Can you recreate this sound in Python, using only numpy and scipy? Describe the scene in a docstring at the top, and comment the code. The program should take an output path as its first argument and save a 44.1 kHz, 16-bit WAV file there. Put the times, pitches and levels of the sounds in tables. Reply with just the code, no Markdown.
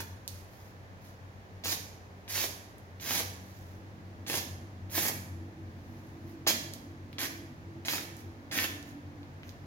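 """A cleaver slices strips off a hand-held sheet of paper in a small tiled room.
Each stroke is a dense run of snapping fibres, with sharper cracks where the sheet buckles.
The blade rings faintly, the sheet ticks and rustles between strokes, and the tiles reflect it all.
Underneath: a low beating hum, an engine droning outside and steady dull noise."""
import sys
import numpy as np
from scipy import signal
from scipy.fft import rfft, irfft, next_fast_len
from scipy.io import wavfile
from scipy.ndimage import map_coordinates

SR = 44100
rng = np.random.default_rng(int(sys.argv[2]) if len(sys.argv) > 2 else 0)


def transcribe(signal):
    """Save signal, clipped to [-1, 1], as a 16-bit WAV file at the path in sys.argv[1]."""
    frames = np.atleast_2d(signal).T
    limited = np.clip(frames, -1, 1)
    pcm = np.round(limited * 32767).astype(np.int16)
    wavfile.write(sys.argv[1], SR, pcm)


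N = 426002
TIME_S = np.arange(N) / SR
FFT_SIZE = next_fast_len(N + SR, real=True)
CRACK_SPREAD = 1.53  # band edges: pitch divided and multiplied by this

# Cleaver strokes, before band trims: (contact [s], swell [s], hold [s], release [s], rasp [dB],
# entry [dB below rasp], fizz [dB re rasp], buzz [dB re rasp], flutter [dB re rasp])
STROKES = [ (0, 0.0018, 0.0027, 0.0054, -37, 13, 6, -1, 0.5),
           (1.638, 0.024, 0.067, 0.014, -35.5, 7.5, -0.5, -6, -12),
           (2.279, 0.1, 0.057, 0.019, -35, 12.5, 2, -2, -13),
           (2.999, .11, 0.091, .014, -36, 14.5, 1.5, -1.5, -9.5),
           (4.265, 0.053, 0.064, 0.021, -37.5, 8.5, 1, -3, -8),
           (4.897, 0.062, 0.13, .008, -39, 19, 7, 2, -8),
           (6.466, 0.0082, 0.0043, 0.025, -23.5, 14, -2, -5.5, -15.5),
           (7.184, 0.013, 0.06, .007, -38.5, -1.5, .5, 2, -7.5),
           (7.850, 0.08, .012, 0.039, -36, 6.5, 0.5, -1.5, -9.5),
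           (8.513, .06, 0.076, 0.0067, -39, 5, 2, 6, -6), ]


def slicing(flutter_db=0.5, buzz_db=-6.0, rasp_db=-2.5, fizz_db=-0.5, catch_db=1.5):
    """The edge runs through the sheet, catching unevenly: low flutter, buzz, rasp, fine fizz."""
    attacks_s = [0.003, 0.003, 0.003, 0.01]  # fizz needs the blade to gather speed
    gains = np.zeros((4, N))
    for start_s, swell_s, hold_s, release_s, rasp, entry, fizz, buzz, flutter in STROKES:
        offsets_db = [flutter + flutter_db, buzz + buzz_db, rasp_db, fizz + fizz_db]
        for gain, db, attack_s in zip(gains, offsets_db, attacks_s):
            envelope = stroke_envelope(attack_s, swell_s, hold_s, release_s, entry)
            add(gain, start_s, from_db(rasp + db) * envelope)
    snaps = fibres(rate_per_s=6000, spread_db=3.5)
    # neighbouring ranges of the sheet move in opposite directions
    bands = [band(snaps, 159, 1250, order=3), -band(snaps, 1445, 2840),
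             band(snaps, 2860, 7700, order=3), -band(snaps, 7510, 15700, order=3)]
    catching = from_db(catch_db * drift(rate_hz=61))
    return catching * sum(gain * part / rms(part) for gain, part in zip(gains, bands))


def stroke_envelope(attack_s, swell_s, hold_s, release_s, entry_db):
    """The edge bites; the cut swells, holds, and dies as the blade leaves."""
    age_s = TIME_S[:SR // 2]
    bite = np.clip(age_s / attack_s, 0, 1)
    swell = from_db(-entry_db * np.maximum(1 - age_s / swell_s, 0))
    leave = np.exp(-np.maximum(age_s - swell_s - hold_s, 0) / release_s)
    return bite * swell * leave


def fibres(rate_per_s, spread_db):
    """Fibres snap at random times with uneven sizes; the sheet radiates them."""
    # Paper colour: (frequency [Hz], gain [dB])
    paper_spectrum = [(150, 0.5), (270, 5.5), (450, -4.5), (640, -0.5), (1100, -2), (1350, -4.5), (1750, 0),
                      (2300, -1.5), (3000, -6), (5000, -4.5), (6600, -3), (8300, -10), (11400, -3.5),
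                      (16000, -5.5)]
    sizes = from_db(spread_db * np.minimum(rng.exponential(1, N), 4)) * rng.choice([-1, 1], N)
    snapping = rng.random(N) < rate_per_s / SR
    return coloured(sizes * snapping, paper_spectrum)


def buckling(bite_crack_db=16, bite_thump_db=1, bite_hz=2800):
    """The sheet gives way at first contact, mid-stroke and as the strip parts: a bright crack, a dull flap of
    its face."""
    # Buckles within strokes, and flicks as the strip parts: (time [s], crack [dB], pitch [Hz], thump [dB])
    buckles = [(1.657, -21, 2600, -27), (2.378, -18.5, 2620, -28), (2.4413, -28, 2000, -24.5),
               (3.108, -20.5, 2100, -23), (3.2038, -26, 2590, -24.5), (4.2991, -18.5, 1870, -22.5),
               (4.3413, -19.5, 2480, -23.5), (4.9799, -20, 1900, -19), (5.053, -26, 1890, -27),
               (5.084, -7, 9500, -32), (5.0967, -29, 2600, -24.5), (6.4685, -23, 2580, -16.5),
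               (6.4759, -15, 3600, -31), (6.506, -32, 2600, -21), (7.2441, -28, 2190, -33),
               (7.8839, -12, 2380, -25), (7.935, -19, 2900, -26), (7.9815, -22, 1750, -30.5),
               (8.5876, -12, 2100, -28), (8.6422, -17, 2640, -25.5)]
    bites = [(start_s, rasp - entry + bite_crack_db, bite_hz, rasp - entry + bite_thump_db)
             for start_s, _, _, _, rasp, entry, *_ in STROKES]
    out = np.zeros(N)
    for start_s, crack_db, hz, thump_db in bites + buckles:
        crack = snap(hz / CRACK_SPREAD, hz * CRACK_SPREAD, crumble=0.16, decay_s=0.002)
        thump = snap(230, 1200, crumble=0.1, decay_s=0.004)
        add(out, start_s, from_db(crack_db) * crack + from_db(thump_db) * thump)
    return out


def snap(low_hz, high_hz, crumble, decay_s, rise_s=0.0012):
    """One sharp release, then a short crumble of fibres."""
    t = TIME_S[:2048]
    release = band(signal.unit_impulse(len(t)), low_hz, high_hz)
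    envelope = np.exp(-t / decay_s) * (1 - np.exp(-t / rise_s))
    crumbling = band(rng.standard_normal(len(t)) * envelope, low_hz, high_hz)
    return (release + crumble * crumbling) / np.abs(release).max()


def blade(drive):
    """The steel rings faintly with the force of the cut."""
    # Blade modes: (frequency [Hz], level [dB], t60 [s])
    modes = [(1773, -20.5, 0.51), (1900, -52, 0.37), (2273, -28.5, 0.1), (3270, -21, 0.09),
             (3520, -29, 0.55), (3720, -34, 0.55), (4910, -27, 0.11)]
    # A smaller, stiffer sheet shakes the blade harder: (time [s], gain [dB])
    coupling = [(1.6, -13), (6.5, 2.5), (7.2, -2.5), (8.6, 1)]
    out = np.zeros(N)
    for hz, db, t60_s in modes:
        radius, angle = from_db(-60 / (t60_s * SR)), 2 * np.pi * hz / SR
        ring = signal.lfilter([1, 0, -1], [1, -2 * radius * np.cos(angle), radius ** 2], drive)
        out += from_db(db) * rms(drive) * ring / rms(ring)
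    return out * from_db(at_time(coupling))


def ticking(crack_trim_db=3.0, fizz_trim_db=8.0):
    """The sheet gives single dry ticks between strokes."""
    # Ticks, before trims: (time [s], crack [dB], pitch [Hz], fizz [dB])
    ticks = [(.278, -21, 5300, -19.5), (2.7828, -50, 4200, -41), (6.737, -28, 5500, -25),
             (7.1298, -36, 2600, -44), (8.168, -50, 4200, -35), (8.8276, -35, 5000, -39),
             (9.231, -42.5, 2600, -62), (9.433, -36, 2000, -62), (9.4926, -33.5, 4400, -45)]
    out = np.zeros(N)
    for start_s, crack_db, hz, fizz_db in ticks:
        crack = snap(hz / CRACK_SPREAD, hz * CRACK_SPREAD, crumble=0.15, decay_s=0.0008)
        fizz = snap(6000, 15000, crumble=0.15, decay_s=0.0008)
        add(out, start_s, from_db(crack_db + crack_trim_db) * crack)
        add(out, start_s, from_db(fizz_db + fizz_trim_db) * fizz)
    return out


def handling(trim_db=0.5):
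    """The sheet rustles softly as the hands move."""
    # Rustles, before trim: (centre [s], half length [s], level [dB])
    rustles = [(0.345, 0.067, -56.5), (0.587, 0.13, -62.5), (1.064, 0.05, -60), (3.567, 0.19, -62),
               (5.984, 0.24, -69), (6.298, 0.044, -63.5), (8.195, 0.025, -55.5), (8.884, 0.03, -59),
               (9.477, 0.042, -61)]
    grains = band(fibres(rate_per_s=3200, spread_db=5.0), 960, 21000)
    swell = sum(from_db(db + trim_db) * np.exp(-np.minimum(((TIME_S - centre_s) / half_s) ** 2, 20))
                for centre_s, half_s, db in rustles)
    return grains / rms(grains) * swell


def direct_path(x, lead_s=0.0001, swing_s=0.00003):
    """Sound reaches the left microphone first; the lead moves with the hand."""
    delay_s = lead_s + swing_s * drift(rate_hz=3.3)
    right = map_coordinates(x, [(TIME_S - delay_s) * SR], order=5)
    return np.array([x, right])


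def tiled_room(x, patterns=7, fades_per_s=13):
    """The cut travels with the hand, so one reflection pattern fades into the next."""
    position = TIME_S * fades_per_s
    wet = 0
    for k in range(patterns):
        distance = np.abs((position - k) % patterns - 1)
        share = np.cos(np.pi / 2 * np.minimum(distance, 1))
        wet = wet + rfft(x * share, FFT_SIZE) * rfft(room_response(), FFT_SIZE)
    return irfft(wet, FFT_SIZE)[:, :N]


def room_response(early_db=-3.5, tail_db=-3.5, early_decay_s=0.017, first_echo_s=0.0026):
    """A quick spray off the near wall, and a bright tail that dies octave by octave."""
    # Room decay: (frequency [Hz], t60 [s])
    decay_times = [(200, 1), (700, 0.84), (2000, .68), (5000, 0.57), (11000, 0.58), (16000, 0.41)]
    t = TIME_S[:SR]
    noise, spray = diffuse(SR) * (t > first_echo_s), diffuse(SR) * (t > first_echo_s)
    centres_hz = np.geomspace(125, 16000, 8)
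    tail = 0
    for centre_hz, weights in zip(centres_hz, np.eye(len(centres_hz))):
        octave = shaped(noise, lambda hz: at_hz(np.c_[centres_hz, weights], hz))
        tail = tail + octave * np.exp(-np.log(1000) * t / at_hz(decay_times, centre_hz))
    early = spray * np.exp(-t / early_decay_s)
    return (from_db(tail_db) * tail / rms(tail) + from_db(early_db) * early / rms(early)) / np.sqrt(SR)


def hum(trim_db=3.0):
    """Close low tones beat against each other."""
    # Hum tones: (frequency [Hz], relative level [dB], unsteadiness [ratio])
    tones = [(89.87, -6, 0.63), (92.3, -4.5, 0.38), (98.7, -4.5, 0.32), (188.5, -13, 0.4)]
    # Hum strength, before trim: (time [s], level [dB])
    levels = [(0, -51), (.8, -55), (2.2, -52), (2.8, -57.5), (3.3, -48.5), (4.3, -50), (5.1, -45.5),
              (5.7, -51.5), (9.66, -53)]
    beating = sum(from_db(db) * wavering(2 * np.pi * hz * TIME_S, unsteady, rate_hz=6.4)
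                  for hz, db, unsteady in tones)
    return from_db(at_time(levels) + trim_db) * beating


def engine(trim_db=-5.0, surge_db=2.5):
    """A few low orders pass the walls; each surges, and swells as it nears a room resonance."""
    # Engine speed: (time [s], firing rate [Hz])
    speeds = [(0, 45.2), (3, 46), (4.8, 47.13), (6, 47.04), (7.5, 47.31), (8.9, 48.07), (9.66, 48.8)]
    # Engine orders: (multiple of firing rate, relative level [dB])
    orders = [(3, -3), (5, -0.5), (6, 0), (7, -8.5)]
    # Strength indoors, before trim: (time [s], level [dB])
    levels = [(0, -63.5), (2.5, -65.5), (3.3, -58.5), (4.8, -56.5), (6, -53), (8.3, -51), (9.66, -53)]
    # Low room resonances: (frequency [Hz], width [Hz], lift [dB])
    room_modes = [(140.6, 3, 6.5), (234.3, 2.7, 4.5), (288.8, 1.3, 13.5), (330.6, 12.8, 11.5)]
    firing_hz = at_time(speeds)
    phase = 2 * np.pi * np.cumsum(firing_hz) / SR
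    out = np.zeros(N)
    for order, db in orders:
        lift_db = sum(peak_db / (1 + (2 * (order * firing_hz - hz) / width_hz) ** 2)
                      for hz, width_hz, peak_db in room_modes)
        gain = from_db(db + lift_db + surge_db * drift(rate_hz=3.5))
        out += gain * wavering(order * phase, unsteady=0.77, rate_hz=16.0)
    return from_db(at_time(levels) + trim_db) * out


def air(midband_db=-58):
    """Steady dull background noise."""
    # Noise colour: (frequency [Hz], gain [dB])
    spectrum = [(12, -52), (25, -24), (48, -14), (64, -7), (78, -19), (115, -6), (160, -12.5), (300, -17.5),
                (450, -16.5), (750, -18.5), (1350, -24.5), (1750, -23), (3000, -33.5), (6700, -39.5),
                (8500, -45), (11500, -45), (16000, -45.5)]
    noise = coloured(diffuse(FFT_SIZE)[:, :N], spectrum)
    return from_db(midband_db) * noise / rms(band(noise.mean(axis=0), 400, 4000))


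def diffuse(size):
    """Stereo noise from all sides: alike in the bass, unrelated in the treble."""
    # Microphone pair: (frequency [Hz], left-right likeness [ratio])
    likeness = [(40, 1.1), (100, 0.55), (300, 0.95), (640, 0.55), (1400, -0.56), (3000, 0), (7000, 0),
                (15000, 0)]
    mid, side = rfft(rng.standard_normal((2, size)))
    alike = np.clip(at_hz(likeness, np.fft.rfftfreq(size, 1 / SR)), -1, 1)
    return irfft(np.sqrt((1 + alike) / 2) * mid + np.sqrt((1 - alike) / 2) * side * [[1], [-1]], size)


def wavering(phase, unsteady, rate_hz):
    """Tone of rms about 1 with wandering strength and phase."""
    in_phase = (1 + unsteady * drift(rate_hz)) * np.sin(phase)
    quadrature = unsteady * drift(rate_hz) * np.cos(phase)
    return np.sqrt(2 / (1 + 2 * unsteady ** 2)) * (in_phase + quadrature)


def drift(rate_hz, size=16384):
    """Low-passed random wander, rms 1."""
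    hz = np.fft.rfftfreq(size, TIME_S[-1] / size)
    slow = irfft(rfft(rng.standard_normal(size)) / (1 + (hz / rate_hz) ** 2))
    return np.interp(TIME_S, np.linspace(0, TIME_S[-1], size), slow / rms(slow))


def shaped(x, gain_at):
    """Filter by a gain function of frequency."""
    size = FFT_SIZE if x.shape[-1] == N else x.shape[-1]
    return irfft(rfft(x, size) * gain_at(np.fft.rfftfreq(size, 1 / SR)), size)[..., :x.shape[-1]]


def coloured(x, spectrum):
    """Filter by a dB table."""
    return shaped(x, lambda hz: from_db(at_hz(spectrum, hz)))


def panned(x, balance):
    """Share each frequency between left and right."""
    return shaped(x, lambda hz: from_db(at_hz(balance, hz) * [[0.5], [-0.5]]))


def band(x, low_hz, high_hz, order=2):
    """Causal band-pass."""
    sos = signal.butter(order, [low_hz, min(high_hz, 0.48 * SR)], "band", fs=SR, output="sos")
    return signal.sosfilt(sos, x + 1e-18)


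def at_hz(points, hz):
    """Read a table on a log-frequency axis."""
    known_hz, values = np.transpose(points)
    return np.interp(np.log(np.maximum(hz, 1)), np.log(known_hz), values)


def at_time(points):
    """Read a time table at every sample."""
    return np.interp(TIME_S, *np.transpose(points))


def add(track, start_s, sound):
    """Mix in place."""
    start = max(round(start_s * SR), 0)
    track[start:start + len(sound)] += sound[:N - start]


def from_db(db):
    """Decibels to gain."""
    return 10 ** (np.asarray(db) / 20)


def rms(x):
    """Root mean square."""
    return np.sqrt(np.mean(x ** 2) + 1e-20)


def scene(direct_db=-1.0, sharp_send_db=-3):
    """Paper and blade in the room, over the background."""
    # Stereo balance of the cut and of the background: (frequency [Hz], left minus right [dB])
    cut_balance = [(100, -6), (400, -1.5), (1300, -1.5), (2400, 0.5), (4400, -7), (8000, -4), (15000, -5.5)]
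    background_balance = [(100, 1.5), (400, -3.5), (1300, 1.6), (4400, -3.5), (15000, -2.5)]
    slices, cracks = slicing(), buckling()
    sheet = slices + blade(slices + cracks) + handling()
    sharp = cracks + ticking()
    near = from_db(direct_db) * direct_path(sheet + sharp)
    # sharp cracks beam at the microphones, so less reaches the tiles
    reflected = tiled_room(sheet + from_db(sharp_send_db) * sharp)
    background = air() + hum() + engine()
    return panned(near + reflected, cut_balance) + panned(background, background_balance)


def record(dry, cutoff_hz=16000):
    """Microphone treble dip, then a steep low-pass."""
    # Microphone response: (frequency [Hz], gain [dB])
    treble_dip = [(6700, -0.5), (7700, -5.5), (8900, -5.5), (10400, -2.5)]
    low_pass = signal.ellip(10, 0.05, 60, cutoff_hz, fs=SR, output="sos")
    return signal.sosfiltfilt(low_pass, coloured(dry, treble_dip))


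dry = scene()
out = record(dry)
transcribe(out)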